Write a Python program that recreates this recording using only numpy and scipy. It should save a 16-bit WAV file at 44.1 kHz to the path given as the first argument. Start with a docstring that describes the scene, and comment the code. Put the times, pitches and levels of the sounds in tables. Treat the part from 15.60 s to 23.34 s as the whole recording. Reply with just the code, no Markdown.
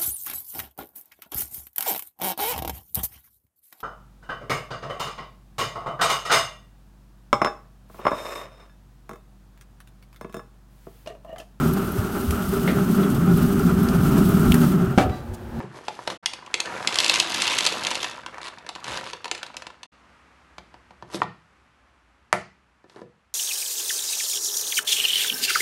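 """A small kitchen, close up. A plastic box sticks, slips and knocks over a steel counter.
Dry kibble tumbles in a crinkling foil bag and pours into the box, each pellet a crack that rings
the thin floor. The last pieces are shaken out; the lid is folded down and snaps shut.
Soft hiss and an appliance drone lie underneath. The sound drops out briefly twice."""
import sys
import numpy as np
from scipy import signal
from scipy.fft import rfft, irfft
from scipy.io import wavfile
from scipy.ndimage import uniform_filter1d

SR = 44100
rng = np.random.default_rng(int(sys.argv[2]) if len(sys.argv) > 2 else 0)


def waveform_to_disk(signal):
    """Save audio, clipped to [-1, 1], as 16-bit WAV at the path in sys.argv[1]."""
    frames = np.transpose(np.atleast_2d(signal))
    scaled = np.clip(frames, -1, 1) * 32767
    samples = np.round(scaled).astype(np.int16)
    wavfile.write(sys.argv[1], SR, samples)


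N = 341334
TIME_S = np.arange(N) / SR
GRAIN_S = np.arange(4096) / SR
HZ = np.fft.rfftfreq(len(GRAIN_S), 1 / SR)

# plastic box modes: pitch_hz, level_db, t60_s
BOX_MODES = [(315, -12, 0.049), (370, -12, 0.02), (470, -5.5, 0.06), (634, -5, 0.013), (720, -3.5, .045),
             (850, -1, 0.019), (992, 3, 0.052), (980, -5, .03), (1165, -3, .035), (1356, -7.5, .05),
             (1500, -5.5, .03), (1770, -4, 0.11), (2310, -10.5, .03)]
# steel counter modes: pitch_hz, level_db, t60_s
COUNTER_MODES = [(72, -11, 0.075), (107, -6, 0.059), (134, -3.5, 0.17), (161, -0.5, 0.1),
                 (191.8, -2.5, 0.097), (232, -7, 0.062), (286, -5.5, 0.035), (370, -0.5, 0.078)]
# friction hiss: freq_hz, level_db
FRICTION_SPECTRUM = [(900, -17), (1800, -7), (3000, -4), (4300, -6), (6000, -7), (8500, -12.5),
                     (11500, -17), (13000, -50)]


def gain_of(db):
    """Decibels to amplitude."""
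    return 10 ** (np.asarray(db) / 20)


def unit(x):
    """Scales to energy 1."""
    return x / (np.linalg.norm(x) + 1e-12)


def curve_at(points, hz):
    """Interpolates on a log-frequency axis."""
    freq_hz, value = np.transpose(points)
    return np.interp(np.log(hz + 1), np.log(freq_hz + 1), value)


def fade(t, t60_s):
    """Exponential decay."""
    return np.exp(-np.log(1000) * t / np.maximum(t60_s, 1e-4))


def swell(start_s, length_s, level_db, rise_s, fall_s):
    """Rises to start_s, holds, falls; about 60 dB per rise_s and fall_s."""
    spans_away = np.maximum((start_s - TIME_S) / rise_s, (TIME_S - start_s - length_s) / fall_s)
    return gain_of(level_db) * fade(np.clip(spans_away, 0, 2), 0.98)


def add(mix, start_s, sound):
    """Mixes a sound in at start_s."""
    part = mix[max(round(start_s * SR), 0):][:len(sound)]
    part += sound[:len(part)]


def click(spectrum_db):
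    """Minimum-phase pulse with this spectrum."""
    log_gain = np.log(gain_of(np.maximum(spectrum_db - spectrum_db.max(), -100)))
    mirrored = np.r_[log_gain, log_gain[-2:0:-1]]
    log_response = np.conj(signal.hilbert(mirrored))[:len(HZ)]
    return unit(irfft(np.exp(log_response)))


def coloured(x, spectrum_db):
    """Causal filter with this spectrum."""
    return signal.oaconvolve(x, click(spectrum_db))[:len(x)]


def wash(spectrum):
    """Smooth coloured noise, rms 1."""
    noise = coloured(rng.standard_normal(N), curve_at(spectrum, HZ))
    return noise / np.sqrt(np.mean(noise ** 2) + 1e-20)


def crack(spectrum_db, t60_s):
    """Hard contact: countless tiny, short-lived modes, as a noise burst."""
    burst = rng.choice([-1., 1.], len(GRAIN_S)) * fade(GRAIN_S, t60_s)
    return unit(coloured(burst, spectrum_db))


def ring(modes, spread_db, detune):
    """Modes struck at a random spot, which weights and detunes them."""
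    pitch_hz, level_db, t60_s = np.transpose(modes)[:, :, None]
    weight, shift, sign = rng.uniform(-1, 1, (3, len(pitch_hz), 1))
    cycles = pitch_hz * (1 + detune * shift) * GRAIN_S
    waves = np.sin(2 * np.pi * cycles) * fade(GRAIN_S, t60_s) * (1 - np.exp(-2 * cycles))
    return unit((np.sign(sign) * gain_of(level_db + spread_db * weight) * waves).sum(0))


def patter(grains, per_s, spread_db):
    """Random shower of grains, many small and a few large, at a steady mean level."""
    chance = rng.random(N)
    sizes = gain_of(spread_db * np.minimum(rng.exponential(1, N), 3))
    kind = rng.integers(0, len(grains), N)
    shower = np.zeros(N)
    for i in np.flatnonzero(chance < per_s / SR):
        add(shower, i / SR, sizes[i] * grains[kind[i]])
    local_power = abs(uniform_filter1d(shower ** 2, size=3000))
    return shower / np.sqrt(local_power + 0.011 * np.mean(shower ** 2))


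def pour(flow):
    """Pellets of many sizes rain on the box and each other, denser as the flow grows."""
    # pellet impact: freq_hz, level_db
    spectrum = [(820, -42.5), (1400, -10), (2300, -4.5), (2650, 7), (4270, 4), (9160, -12.5),
                (11200, -10.5), (12000, -33.5), (15600, -62), (22000, -120)]
    sizes = np.exp(0.16 * rng.standard_normal(90))
    grains = [pellet(curve_at(spectrum, HZ * size), t60_s=.011) for size in sizes]
    return flow * patter(grains, per_s=160 + 520 * flow / flow.max(), spread_db=3.5)


def pellet(spectrum_db, t60_s):
    """One pellet lands: a dry crack and a faint ring of the box floor."""
    # thin box floor: pitch_hz, level_db, t60_s
    floor_modes = [(2000, -11, 0.12), (2080, 5.5, 0.058), (2630, 12.5, 0.049), (2780, 1, 0.18),
                   (2950, -4.5, .06), (3070, -9.5, 0.036), (3500, 2, 0.04), (3700, -1.5, 0.039),
                   (3960, -6.5, 0.029), (4280, -3, 0.019), (5150, -4, 0.0093), (6150, -6.5, 0.011)]
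    strike = unit(0.24 * click(spectrum_db) + crack(spectrum_db, t60_s))
    return strike + gain_of(-9) * ring(floor_modes, spread_db=7.5, detune=0.01)


def outflow(motion):
    """Envelope of the stream from the bag: a trickle while the kibble slides, plus gushes."""
    # gushes at the bag mouth: start_s, length_s, level_db
    gushes = [(1.435, 0.13, -28.5), (1.746, 0.036, -30), (1.848, .09, -27), (2.03, .05, -29.5),
              (2.295, 0.051, -33), (2.407, 0.013, -39.5), (3.349, 0.025, -42)]
    surges = [swell(*gush, rise_s=0.68, fall_s=0.64) for gush in gushes]
    trickle = gain_of(-16) * motion
    return np.linalg.norm([trickle] + surges, axis=0)


def ticks():
    """Single pellet strikes and snapping creases, each with a hollow thud of the box."""
    # strikes: start_s, level_db, brightness_hz, thud_db
    strikes = [(.6588, -3.5, 2870, -32), (.7341, -17.5, 3270, -29.5), (0.8618, -29.5, 2400, -49.5),
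               (.9411, -4, 2800, -24), (1.0021, -5.5, 4000, -30), (1.0565, -20, 3700, -40),
               (1.0714, -30, 1700, -24.5), (1.2733, -2, 2970, -37.5), (1.3249, -13.5, 4180, -38.5),
               (1.3423, -12, 2750, -39), (1.3565, -7, 4470, -42.5), (1.3868, -1, 4700, -25),
               (1.4018, -3, 3260, -39.5), (1.4445, -5, 3710, -34.5), (1.4619, -8.5, 4170, -30),
               (1.481, -10.5, 4120, -26.5), (1.496, 1.5, 2860, -20), (1.54, -6.5, 4430, -28),
               (1.5494, -8.5, 2720, -40), (1.558, -6, 2640, -39), (1.5999, 1, 4540, -23),
               (1.745, -11, 4400, -22.5), (1.8195, -4.5, 3720, -38.5), (1.8777, -7, 2750, -33.5),
               (1.9858, -4, 4400, -38.5), (2.0069, -6.5, 2720, -24.5), (2.051, -7.5, 3100, -25.5),
               (2.0643, -1.5, 4800, -20), (2.0703, -5.5, 2914, -32.5), (2.1234, -14.5, 2700, -23.5),
               (2.235, -15, 4100, -42), (2.249, -10, 2720, -46), (2.2677, -7.5, 3860, -24),
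               (2.3121, -12.5, 2750, -18), (2.3531, -10.5, 2710, -28), (2.4298, -12, 3540, -23),
               (2.4435, -12.5, 2180, -21), (2.5115, -24, 2780, -41), (2.578, -49, 1700, -29),
               (2.6619, -20.5, 2500, -24), (2.743, -38, 1710, -30), (2.7813, -30, 2070, -26),
               (2.9839, -31, 2870, -47), (3.0642, -28.5, 1830, -31), (3.0902, -17, 3170, -25.5),
               (3.1515, -23, 3300, -35), (3.1594, -27, 1560, -27), (3.242, -20, 3500, -32),
               (3.2803, -22, 2740, -24), (3.3727, -17.5, 2910, -39), (3.5322, -18, 1720, -24),
               (3.6438, -18, 1710, -28.5), (3.6549, -21, 2800, -23), (3.679, -26, 1720, -29),
               (3.713, -8.5, 2600, -22.5), (3.749, -20.5, 3520, -30.5), (3.7776, -25, 3420, -41),
               (3.8298, -18, 3000, -25), (3.8644, -25.5, 2800, -37), (3.9416, -32.5, 1600, -34),
               (3.9675, -18, 3700, -38), (4.0209, -26, 1710, -31), (4.0674, -23.5, 2500, -30),
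               (4.1016, -37, 1610, -33.5), (4.231, -23, 2130, -35)]
    # hard strike: freq_hz, level_db
    spectrum = [(530, -29.5), (900, -16.5), (1560, -12), (2720, 0.5), (3680, -2), (4240, 0), (5040, -4.5),
                (6470, -6.5), (7450, -10), (7950, -12.5), (8480, -13.5), (11400, -21), (12000, -39),
                (15600, -59), (22000, -120)]
    out = np.zeros(N)
    for start_s, level_db, brightness_hz, thud_db in strikes:
        tilt_db = 3 * np.log2(brightness_hz / 3000) * np.log2((HZ + 200) / 3000)
        t60_s = 0.014 * 2 ** (-level_db / 32)  # harder is shorter
        thud = unit(ring(BOX_MODES, spread_db=9, detune=0.035) * fade(GRAIN_S, 0.042))
        tick = pellet(curve_at(spectrum, HZ) + tilt_db, t60_s)
        add(out, start_s, gain_of(level_db + 10.5) * tick + gain_of(thud_db + 17) * thud)
    return out


def sliding():
    """Envelope of the kibble sliding and settling as the bag is tipped or jogged."""
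    # tips of the bag: start_s, length_s, level_db, rise_s, fall_s
    tips = [(0.676, .14, -54, -2.5, 1.27), (1.121, 1.142, -34.5, 1, 1.8), (2.742, 0.16, -50, 0.26, 1.4),
            (3.29, 0.097, -37.5, 0.38, 0.83), (3.742, 0.22, -50.5, .5, 1.2)]
    return sum(swell(*tip) for tip in tips)  # negative rise_s: on from time zero


def tumble(motion):
    """Pellets roll against the soft bag wall: dull pats and a fine scrape on the foil."""
    # pat inside the bag: freq_hz, level_db
    spectrum = [(30, -43), (60, -18), (125, -7), (200, -4), (330, -5), (480, -2.5), (700, -2), (1000, 3),
                (1750, 0), (2800, -13.5), (3700, -39.5), (6000, -83)]
    grains = []
    for octave in rng.uniform(-1.7, 1.63, 60):
        resonance_db = 8 * np.exp(-(np.log2((HZ + 1) / 800) - octave) ** 2 / 0.11)
        pat = crack(curve_at(spectrum, HZ) + resonance_db, t60_s=0.02)
        grains.append(pat + gain_of(-15.5) * ring(BOX_MODES, spread_db=3, detune=0.055))
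    speed = motion / motion.max()
    pats = patter(grains, per_s=110 + 450 * speed, spread_db=4.5)
    scrape = gain_of(-13) * speed ** .5 * wash(FRICTION_SPECTRUM)
    return motion * (pats + scrape)


def crumples():
    """Tiny creases of the shaken foil bag give way in a dense crunch."""
    # shakes: start_s, length_s, level_db
    shakes = [(1.33, 0.22, -35.5), (1.498, 0.15, -30.5), (1.813, 0.16, -31.5), (2.415, .079, -38.5),
              (2.811, 0.026, -38.5), (2.835, 0.059, -36.5), (3.247, 0.15, -36.5), (3.448, .07, -39)]
    # foil crease: freq_hz, level_db
    spectrum = [(180, -43), (300, -8), (818, -10), (1020, 1.5), (1360, -8), (1720, -4.5), (4070, -5.5),
                (10900, -24), (12000, -42), (15600, -65.5), (22000, -120)]
    grains = [crack(curve_at(spectrum, HZ), t60_s=0.0033) for _ in range(30)]
    squeeze = np.zeros(N)
    for start_s, length_s, level_db in shakes:
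        add(squeeze, start_s, gain_of(level_db) * signal.windows.tukey(round(length_s * SR), .4))
    return squeeze * patter(grains, per_s=1500, spread_db=5.5)


def latch():
    """The catch jumps its lip: one pulse shakes lid, box and counter and rattles the kibble."""
    # snap: freq_hz, level_db
    snap_spectrum = [(60, -22), (170, -17), (300, -15.5), (480, -10), (700, 1), (950, -1.5), (1320, 3.5),
                     (1620, -7.5), (1950, -1), (2500, -11.5), (3600, -21), (4500, -18.5), (6000, -19),
                     (11200, -25), (12400, -59)]
    # lid latched taut: pitch_hz, level_db, t60_s
    lid_modes = [(609, -5.5, 0.129), (705, -2, .17), (1380, -3.5, .14), (2050, -5, .15), (2340, -8.5, .12),
                 (4600, -13.5, .1)]
    # jolted kibble: freq_hz, level_db
    rattle_spectrum = [(600, -20.5), (1350, -7), (2000, 1.5), (2700, -10), (5000, -21.5), (11000, -27)]
    start_s, level_db = 6.7278, 12.35
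    snap = click(curve_at(snap_spectrum, HZ))
    walls = gain_of(-15) * ring(BOX_MODES, spread_db=4, detune=0.0092)
    lid = gain_of(-11.5) * ring(lid_modes, spread_db=.5, detune=.004)
    boom = gain_of(-16.5) * ring(COUNTER_MODES, spread_db=3.5, detune=.02)
    rattle = crack(curve_at(rattle_spectrum, HZ), t60_s=0.12)
    out = np.zeros(N)
    add(out, start_s, gain_of(level_db) * (snap + walls + lid + boom))
    add(out, start_s + .003, gain_of(level_db - 15) * rattle)
    return out


def knocks():
    """A blow flexes one panel; its edge clicks, the hand-damped walls ring, the counter booms."""
    # blows on box and lid: start_s, level_db, pitch_hz, edge_db, boom_db, panel_db
    blows = [(.002, -21, 390, -55, -50, -9), (.037, -32, 424, -66, -37, 8), (0.2821, -20, 840, -32, -70, 9),
             (0.39, -22, 990, -58, -64, -10), (.4749, -13, 680, -27.5, -52, -5),
             (0.5004, -16, 1030, -32.5, -60, -5), (0.525, -27, 1030, -51, -56.5, -5),
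             (4.9817, -27, 840, -43, -54, -14), (5.141, -31, 790, -56, -58, -10),
             (5.307, -32.5, 789, -57, -60, -12), (5.424, -25.5, 900, -54, -48, -20),
             (5.5446, -26.5, 710, -38.5, -36, -11), (5.618, -3.5, 1170, -42, -44, -5),
             (5.632, -30, 1250, -43, -38, -1), (7.2412, -36.5, 383, -69.5, -63, -4),
             (7.297, -42, 715, -55, -68, -15), (7.36, -31.5, 438, -58, -58, 3),
             (7.416, -29, 474, -62, -47, 4)]
    # panel flex: freq_hz, level_db
    flex_spectrum = [(60, -20), (150, -13), (400, -7), (650, -0.5), (1150, 2), (1500, -6), (2100, -13.5),
                     (3000, -17.5), (6000, -53), (12000, -88)]
    # edge click: freq_hz, level_db
    edge_spectrum = [(500, -30), (1400, 6), (2700, 4.5), (4000, 6.5), (7000, -6.5), (12000, -21.5)]
    edge_curve_db = curve_at(edge_spectrum, HZ)
    out = np.zeros(N)
    for start_s, level_db, pitch_hz, edge_db, boom_db, panel_db in blows:
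        flex = click(curve_at(flex_spectrum, HZ * (1080 / pitch_hz) ** 0.75))
        cycles = pitch_hz * GRAIN_S
        envelope = fade(GRAIN_S, t60_s=22 / pitch_hz) * (1 - np.exp(-2 * cycles))
        panel = unit(np.sin(2 * np.pi * cycles) * envelope)
        walls = ring(BOX_MODES, spread_db=2, detune=0.033) * fade(GRAIN_S, 0.1)
        edge = unit(crack(edge_curve_db, t60_s=0.029) + .5 * click(edge_curve_db))
        boom = ring(COUNTER_MODES, spread_db=-3, detune=0.054)
        add(out, start_s, gain_of(level_db + 9.5) * (flex + gain_of(panel_db) * panel + walls))
        add(out, start_s, gain_of(edge_db + 27) * edge + gain_of(boom_db + 29.5) * boom)
    return out


def rubs():
    """Plastic sticks and slips on steel, its own rim and fingers: coarse judder under fine hiss."""
    # strokes: start_s, length_s, judder_db, hiss_db
    strokes = [(0, .03, -38, -56), (0.149, 0.033, -40.5, -50.5), (0.245, 0.22, -52, -51),
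               (0.509, 0.017, -39.5, -42.5), (5.517, 0.097, -44, -67), (5.545, .008, -34.5, -35.5),
               (7.3, .11, -65, -65), (7.37, .012, -44.5, -69)]
    # stick-slip judder: freq_hz, level_db
    judder_spectrum = [(35, -37), (60, -4), (163, 0), (237, -0.5), (414, 4), (538, -2), (634, 1), (823, -2),
                       (986, 3), (1090, -1), (2160, -10), (2420, -17), (3000, -19), (3900, -49),
                       (6600, -120)]
    coarse_slips = [crack(curve_at(judder_spectrum, HZ), t60_s=0.026) for _ in range(40)]
    judder = patter(coarse_slips, per_s=380, spread_db=6)
    fine_slips = [crack(curve_at(FRICTION_SPECTRUM, HZ), t60_s=0.011) for _ in range(20)]
    hiss = patter(fine_slips, per_s=2800, spread_db=6.5)
    out = np.zeros(N)
    for start_s, length_s, judder_db, hiss_db in strokes:
        envelope = swell(start_s, length_s, level_db=-2.96, rise_s=0.12, fall_s=0.16)
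        out += envelope * (gain_of(judder_db) * judder + gain_of(hiss_db) * hiss)
    return out


def bulge(flow):
    """The soft bag pushes air as it empties and puffs once when jogged."""
    # pushed air: freq_hz, level_db
    spectrum = [(25, -11.5), (45, -9.5), (65, -4.5), (95, -2.5), (180, -4), (400, -24.5), (1000, -59)]
    push = gain_of(-55.5) * (flow / flow.max()) ** .25
    puff = swell(start_s=3.295, length_s=0, level_db=-40.5, rise_s=.07, fall_s=0.32)
    return (push + puff) * wash(spectrum)


def bend(x, delay_at_1khz_s):
    """Bending waves in thin walls: treble arrives first, bass last."""
    hz = np.fft.rfftfreq(2 * N, 1 / SR)
    lag_rad = 4 * np.pi * delay_at_1khz_s * np.sqrt(1000 * hz)
    return irfft(rfft(x, 2 * N) * np.exp(-1j * lag_rad))[:N]


def room(x, tail_db, echo_db):
    """Echoes off the counter and nearby jars, then the kitchen's short tail."""
    # tail decay: freq_hz, t60_s
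    decay_times = [(120, 0.5), (500, 0.21), (1600, .34), (5000, 0.4), (11000, 0.19)]
    # tail colour: freq_hz, level_db
    spectrum = [(100, 5.5), (500, 9), (1200, -2.5), (2800, 1), (6000, -3.5), (11000, 3)]
    # near reflections: delay_s, level_db
    echoes = [(.0031, -11), (.0052, -14.5), (.0078, -23.5), (.0096, -8.5), (0.0151, -25.5), (0.0165, -30.5)]
    hz, t, bands = signal.stft(rng.standard_normal(SR * 2 // 3), SR, nperseg=256)
    decay = fade(t, curve_at(decay_times, hz)[:, None])
    colour = gain_of(curve_at(spectrum, hz))[:, None]
    tail = signal.istft(bands * decay * colour, SR)[1]
    onset = 1 - np.exp(-np.arange(len(tail)) / SR / 0.0068)
    response = gain_of(tail_db) * unit(tail * onset)
    for delay_s, level_db in echoes:
        add(response, delay_s, gain_of([level_db + echo_db]))
    return x + signal.oaconvolve(x, response)[:N]


def background():
    """Soft kitchen hiss over a low appliance drone that swells once."""
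    # hiss contour: time_s, level_db
    air_levels = [(.6, -53.5), (4.2, -59.5), (4.5, -56.5), (7.7, -66.5)]
    # hiss: freq_hz, level_db
    air_spectrum = [(25, -23), (90, -9), (250, -1), (400, -7.5), (700, -5.5), (1200, -1.5), (1700, -5.5),
                    (2600, -10), (3700, -17.5), (5500, -22), (8000, -27), (12000, -37)]
    # drone: freq_hz, level_db
    hum_spectrum = [(25, -29), (48, -21), (57, -5.5), (63.5, -3), (71, -9.5), (85, -20.5), (105, -18),
                    (130, -25), (400, -54.5)]
    air_gain = gain_of(np.interp(TIME_S, *np.transpose(air_levels)))
    hum_gain = gain_of(-68) + swell(start_s=4.9, length_s=0.77, level_db=-67.5, rise_s=1.8, fall_s=4.5)
    return air_gain * wash(air_spectrum) + hum_gain * wash(hum_spectrum)


def scene():
    """Kibble, bag and box in the kitchen, mono."""
    motion = sliding()
    flow = outflow(motion)
    contacts = ticks() + pour(flow) + tumble(motion) + crumples() + knocks() + latch() + rubs()
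    near = bend(contacts, delay_at_1khz_s=.0011)
    return (room(near, tail_db=-10, echo_db=-8.5) + bulge(flow) + background())[None]


def record(dry):
    """Microphone bass roll-off, two dropouts, clipping and a band limit."""
    # silences: start_s, end_s
    dropouts = [(.572, .63), (4.262, 4.322)]
    low_hz, high_hz = 50, 12050
    thinned = signal.sosfilt(signal.butter(2, low_hz, "highpass", fs=SR, output="sos"), dry)
    gate = np.ones(N)
    for start_s, end_s in dropouts:
        gate[(TIME_S > start_s) & (TIME_S < end_s)] = 0
    clipped = np.clip(thinned * uniform_filter1d(gate, size=400), -.84, .84)
    lowpass = signal.firwin(201, high_hz, window=("kaiser", 8), fs=SR)
    return signal.oaconvolve(clipped, lowpass[None], "same")


dry = scene()
out = record(dry)
waveform_to_disk(out)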